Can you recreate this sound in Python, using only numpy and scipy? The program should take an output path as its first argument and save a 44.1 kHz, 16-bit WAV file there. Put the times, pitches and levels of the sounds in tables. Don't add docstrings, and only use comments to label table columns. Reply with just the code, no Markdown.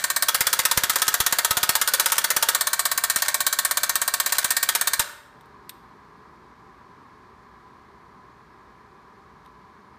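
import sys
import numpy as np
from scipy import signal
from scipy.fft import rfft, irfft, next_fast_len
from scipy.io import wavfile

SR = 44100
rng = np.random.default_rng(int(sys.argv[2]) if len(sys.argv) > 2 else 0)


def wav_record(signal):
    frames = np.transpose(np.atleast_2d(signal))
    bounded = np.clip(frames, -1, 1)
    quanta = np.round(bounded * 32767).astype(np.int16)
    wavfile.write(sys.argv[1], SR, quanta)


N = 440118

# pitch_hz, level_db
FAN_RUSH = [(20, -32.5), (40, -16.5), (53, 1), (105, -4.5), (210, 0), (310, -5), (420, -1), (540, -13.5),
            (1150, -10.5), (2200, -15), (2750, -25), (4300, -24), (8000, -36.5), (15000, -43)]
# pitch_hz, width_hz, level_db
FAN_HOUSING = [(380.6, 32, -68), (784, 25, -65.5), (1000, 110, -56), (1133, 260, -56.5), (1658, 130, -64)]
# pitch_hz, level_db
FAN_HUM = [(120, -69), (598, -73), (1012, -62), (1681, -78), (4207, -85)]
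# time_s, level_db
FAN_LOUDNESS = [(0, -2), (5.05, -3), (5.22, -7), (5.36, 0), (9.98, -1)]
# pitch_hz, fade_s
ECHO_FADE = [(150, 0.4), (550, 1.2), (1500, 0.8), (4000, 0.62), (8000, 0.5), (15000, 0.5)]
# pitch_hz, level_db
ECHO_COLOUR = [(60, -14.5), (300, -13), (550, -4), (800, -9), (1100, -12.5), (1450, -5.5), (1950, -9),
               (3200, -10), (8000, -15), (15000, -18)]
# start_s, level_db, fade_s, tilt_db_per_octave
IDLE_CLICKS = [(5.277, -69.5, 0.085, -14), (5.297, -66, 0.055, -14), (5.41, -62.5, 0.036, 1),
               (5.457, -68, 0.044, 1), (5.694, -38.5, 0.037, 3), (9.449, -70, 0.089, -2),
               (9.4614, -63, .009, -1), (9.474, -72, .01, -1)]
# pitch_hz, level_db
TICK_COLOUR = [(300, -17), (1200, -8), (2000, 5), (2900, -4), (3700, 4.5), (5000, -5.5), (7400, -12),
               (8500, -0.5), (10500, -13), (11800, -1), (13400, -12), (14400, -8)]
# time_s, level_db, times_usual_length
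BIG_PUFFS = [(.407, -41.5, 1.06), (.591, -46, 1), (.774, -31, 1.34), (.835, -42.5, 0.97),
             (1.08, -43.5, 0.83), (1.202, -35, 1.8), (1.324, -42.5, 0.58), (1.508, -36.5, 1.2),
             (1.569, -40.5, 1), (1.631, -40.5, 1.2), (1.692, -39.5, 0.9), (2.365, -42, 0.61),
             (3.16, -45, .6), (4.444, -47, .8), (4.995, -38.5, 1.9)]
# pitch_hz, level_db, fade_s
BENCH_NOTES = [(210, -4, 0.019), (334.5, -2, 0.02), (428.4, 2, .04), (513, -6, 0.02)]
# pitch_hz, level_db
LOOSE_COLOUR = [(200, -24.5), (700, -0.5), (1500, 4.5), (2700, 0), (4000, 1), (8000, 0.5), (15000, -10.5)]
# pitch_hz, level_db, fade_s
LINKAGE_NOTES = [(599.3, -18.5, 0.093), (718, -16, 0.089), (941, -6, 0.054), (1111, 1.5, 0.05),
                 (1494, -2.5, 0.046), (1581, 1.5, 0.047), (1819.7, 1, 0.068), (2313, -16.5, 0.14),
                 (3600, -18, 0.0468), (4104, -5.5, 0.035), (4450, -11, 0.037), (6350, -0.5, 0.031),
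                 (7630, -3, 0.033), (8250, -1.5, 0.03), (10400, -4.5, 0.037), (14600, 1.5, .025)]
# pitch_hz, level_db
LINKAGE_COLOUR = [(30, -36.5), (130, -18), (300, -17.5), (440, -11), (600, -1.5), (800, -4.5), (1050, 7.5),
                  (1900, 4.5), (2800, -6), (4000, 3.5), (5800, -2), (8400, 5), (10000, -1), (12200, -0.5),
                  (14800, 1.5)]
# pitch_hz, level_db, fade_s
BAR_NOTES = [(585.5, -15.5, 0.0886), (721.4, -17, 0.11), (915, 0.5, 0.072), (1086, -13.5, .07),
             (1295, 3.5, 0.064), (1530, -6, 0.094), (1632, -4, .07), (1817, -3.5, 0.1), (2076, 1, 0.042),
             (3386, 2.5, 0.043), (4470, -4.5, 0.044), (6570, -9.5, .04)]
# pitch_hz, level_db
BAR_COLOUR = [(30, -31.5), (130, -18), (300, -13), (520, 2.5), (790, -1.5), (1000, 9.5), (1700, 8.5),
              (2700, -1), (3500, 2.5), (5200, 2), (8000, 2.5), (11500, 1.5), (14800, 1.5)]
# start_s, end_s
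CHANGING_CODES = [(.255, 2.515), (4.66, 4.78), (4.965, 5.025)]

BAR_SHARE = (.05, .89)
CLASH_DB, BODY_DB = (-18.5, -17.5), (-25.5, -24.5)
PUFF_DB, RATTLE_DB = (-64.5, -56.5), (-48.5, -42)
FIRST_STROKE_S, STROKE_PERIOD_S, STROKE_COUNT = .04, .061172, 82
SPLIT_HZ, BLOW_S = 2600, .026
FADE_DB_PER_S = .28
AGE = np.arange(4096) / SR
LEAD = 8192


def undb(db):
    return 10 ** (np.asarray(db) / 20)


def unit(x):
    return x / np.sqrt(np.mean(x ** 2))


def blow_level(x, db):
    power = np.sum(x ** 2, -1, keepdims=True) / (BLOW_S * SR)
    return x * undb(db)[..., None] / np.sqrt(power + 1e-18)


def along(points, hz):
    pitches, values = np.transpose(points)
    return np.interp(np.log(hz + 1), np.log(pitches), values)


def colour(x, points, size=4096):
    hz = np.arange(size // 2 + 1) * SR / size
    cepstrum = irfft(np.log(undb(along(points, hz))))
    cepstrum[1:size // 2] *= 2
    cepstrum[size // 2 + 1:] = 0
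    response = irfft(np.exp(rfft(cepstrum)))
    length = next_fast_len(x.shape[-1] + size)
    return irfft(rfft(x, length) * rfft(response, length), length)[..., :x.shape[-1]]


def band(x, hz, kind, order):
    return signal.sosfilt(signal.butter(order, hz, kind, fs=SR, output="sos"), x)


def fade(age, fade_s):
    return (age >= 0) * np.exp(-np.log(1000) * np.maximum(age, 0) / fade_s)


def place(times, sounds):
    out = np.zeros(LEAD + N + sounds.shape[1])
    for time_s, sound in zip(times, sounds):
        start = int(np.clip(LEAD + time_s * SR, 0, LEAD + N))
        out[start:start + len(sound)] += sound
    return out[:LEAD + N]


def ring(notes, count, scatter_db, scatter_turns, detune, build_s):
    out = 0
    for hz, db, fade_s in notes:
        shift, strength, tuning = rng.standard_normal((count, 3)).T[..., None]
        turns = hz * (1 + detune * tuning) * AGE + rng.random() + scatter_turns * shift
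        out = out + undb(db + scatter_db * strength) * np.sin(2 * np.pi * turns) * fade(AGE, fade_s)
    build = 1 - np.exp(-(AGE / build_s) ** 2)
    return blow_level(out * build, 0)


def fan(rush_db=-53.5):
    t = np.arange(N) / SR
    out = undb(rush_db) * unit(colour(rng.standard_normal(N), FAN_RUSH))
    for hz, width, db in FAN_HOUSING:
        housing = band(rng.standard_normal(N), [hz - width / 2, hz + width / 2], "band", order=1)
        out += undb(db) * unit(band(housing, [hz * .84, hz * 1.2], "band", order=2))
    for hz, db in FAN_HUM:
        drift = np.interp(t, np.linspace(0, t[-1], 40), rng.standard_normal(40))
        turns = np.cumsum(hz * (1 + .0015 * drift)) / SR
        out += undb(db) * np.sqrt(2) * np.sin(2 * np.pi * turns)
    return out * undb(np.interp(t, *np.transpose(FAN_LOUDNESS)))


def room(x, bands=14):
    age = np.arange(int(SR * .7)) / SR
    edges = np.geomspace(40, SR / 2, bands + 1)
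    hz = np.arange(len(age) // 2 + 1) * SR / len(age)
    noise = np.exp(2j * np.pi * rng.random(len(hz)))
    build = 1 - np.exp(-(age / .0065) ** 2)
    echo = 0
    for low, high in zip(edges[:-1], edges[1:]):
        loudness = unit(build * fade(age, along(ECHO_FADE, np.sqrt(low * high))))
        echo = echo + loudness * irfft(noise * (hz >= low) * (hz < high), len(age))
    return signal.fftconvolve(x, colour(echo, ECHO_COLOUR))[:len(x)]


def clicks():
    sounds = []
    for _, db, fade_s, tilt in IDLE_CLICKS:
        contact = (fade(AGE, fade_s) + fade(AGE, .0043)) * rng.standard_normal(len(AGE))
        tone = [(hz, level + tilt * np.log2(hz)) for hz, level in TICK_COLOUR]
        sounds.append(blow_level(colour(contact, tone), db))
    return place(np.array(IDLE_CLICKS)[:, 0], np.array(sounds))


def puff_sizes(times, usual_db):
    db, length = usual_db.copy(), np.ones(len(times))
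    for time_s, big_db, big_length in BIG_PUFFS:
        stroke = np.argmin(np.abs(times - time_s))
        db[stroke], length[stroke] = big_db, big_length
    return db, length


def puffs(db, length, peak_s=.016, push_s=.00091, suck_s=.0051):
    age = (AGE - peak_s) / length[:, None]
    push = np.exp(-np.abs(age) / push_s) / (2 * push_s)
    suction = np.exp(-(age / suck_s) ** 2) / (np.sqrt(np.pi) * suck_s)
    opening = np.clip(AGE / peak_s, 0, 1)
    return blow_level(push - opening * suction, db)


def bench_knocks(puff_db, below_puff_db=11):
    knock = ring(BENCH_NOTES, len(puff_db), scatter_db=3.5, scatter_turns=.14, detune=.051, build_s=.002)
    return undb(puff_db - below_puff_db)[:, None] * knock


def rattle_levels(times, usual_db, first_s=.96, period_s=1.12, width_s=.073, surge_db=-30):
    turns = (times - first_s) / period_s
    from_peak_s = (turns - np.round(turns)) * period_s
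    surge = undb(surge_db) * np.exp(-.5 * (from_peak_s / width_s) ** 2)
    return 20 * np.log10(np.hypot(undb(usual_db), surge))


def rattle(db, contacts=7):
    loudness = 0
    for _ in range(contacts):
        lateness, softness = rng.random((len(db), 2)).T[..., None]
        age = AGE - (.018 + .034 * lateness)
        swell = np.clip(age / .0015, 0, 1)
        loudness = loudness + undb(-11 * softness) * swell * fade(age, .025)
    return blow_level(colour(loudness * rng.standard_normal(loudness.shape), LOOSE_COLOUR), db)


def clash(tone, count, alike, fade_s, seat_s, seat_db, touch_db, grit_db):
    lateness, touch_luck, seat_luck, snap_luck = rng.standard_normal((count, 4)).T[..., None]
    touch = undb(touch_db + 3 * touch_luck) * fade(AGE, .018)
    blow = fade(AGE - .0014, fade_s)
    snap = undb(-5.5 + 4 * snap_luck) * fade(AGE - .0018, .01)
    seat = undb(seat_db + 2.1 * seat_luck) * fade(AGE - (seat_s + .002 * lateness), .047)
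    panels = undb(-12.5) * fade(AGE - .003, .075)
    loudness = np.sqrt(touch ** 2 + blow ** 2 + snap ** 2 + seat ** 2 + panels ** 2)
    shape = (count, len(AGE))
    chatter = unit(rng.standard_normal(shape) * undb(grit_db * rng.standard_normal(shape)))
    grain = np.sqrt(alike) * rng.standard_normal(len(AGE)) + np.sqrt(1 - alike) * chatter
    return blow_level(colour(grain * loudness, tone), 0)


def bounce(x, share=.25, lag_s=.0004):
    lags = lag_s * np.exp(.5 * rng.standard_normal((len(x), 1)))
    hz = np.arange(len(AGE) + 1) * SR / (2 * len(AGE))
    highs = share * hz / (hz + SPLIT_HZ)
    second_hit = highs * np.exp(-2j * np.pi * hz * lags)
    return irfft(rfft(x, 2 * len(AGE)) * (1 + second_hit))[:, :len(AGE)]


def punches(clash_db, body_db, bar_share):
    count, share = len(bar_share), bar_share[:, None]
    linkage = clash(LINKAGE_COLOUR, count, alike=.24, fade_s=.05,
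                    seat_s=.01, seat_db=-10, touch_db=-13.5, grit_db=1.5)
    linkage += undb(-5) * ring(LINKAGE_NOTES, count, scatter_db=1, scatter_turns=.038,
                               detune=.00452, build_s=.005)
    bars = clash(BAR_COLOUR, count, alike=.26, fade_s=.0525,
                 seat_s=.007, seat_db=-7.5, touch_db=-12, grit_db=4)
    bars += undb(-8) * ring(BAR_NOTES, count, scatter_db=5.5, scatter_turns=.27,
                            detune=.014, build_s=.005)
    stroke = bounce(np.sqrt(1 - share) * linkage + np.sqrt(share) * bars)
    body = blow_level(band(stroke, SPLIT_HZ, "low", order=5), body_db)
    return body + blow_level(band(stroke, SPLIT_HZ, "high", order=5), clash_db)


def scene():
    times = FIRST_STROKE_S + STROKE_PERIOD_S * np.arange(-2, STROKE_COUNT)
    changing = sum((times > start) & (times < end) for start, end in CHANGING_CODES)
    force, bright, breeze, loose = rng.standard_normal((len(times), 4)).T
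    body_db = np.take(BODY_DB, changing) + .59 * force - FADE_DB_PER_S * times
    clash_db = np.take(CLASH_DB, changing) + .59 * force + .7 * bright
    puff_db, puff_length = puff_sizes(times, np.take(PUFF_DB, changing) + 4 * breeze)
    rattle_db = rattle_levels(times, np.take(RATTLE_DB, changing) + 3 * loose)
    rattle_db[-1] = -32.5
    blows = punches(clash_db, body_db, np.take(BAR_SHARE, changing))
    machine = place(times - .0011, blows + rattle(rattle_db) + bench_knocks(puff_db))
    air = place(times - .012, puffs(puff_db, puff_length))
    ticks = clicks()
    echo = room(machine + undb(-12) * air + undb(-4) * ticks)
    return ((machine + air + ticks + echo)[LEAD:] + fan())[None]


def record(dry):
    top_cut = signal.ellip(10, .2, 70, 15150, fs=SR, output="sos")
    return signal.sosfilt(top_cut, np.tanh(dry))


dry = scene()
out = record(dry)
wav_record(out)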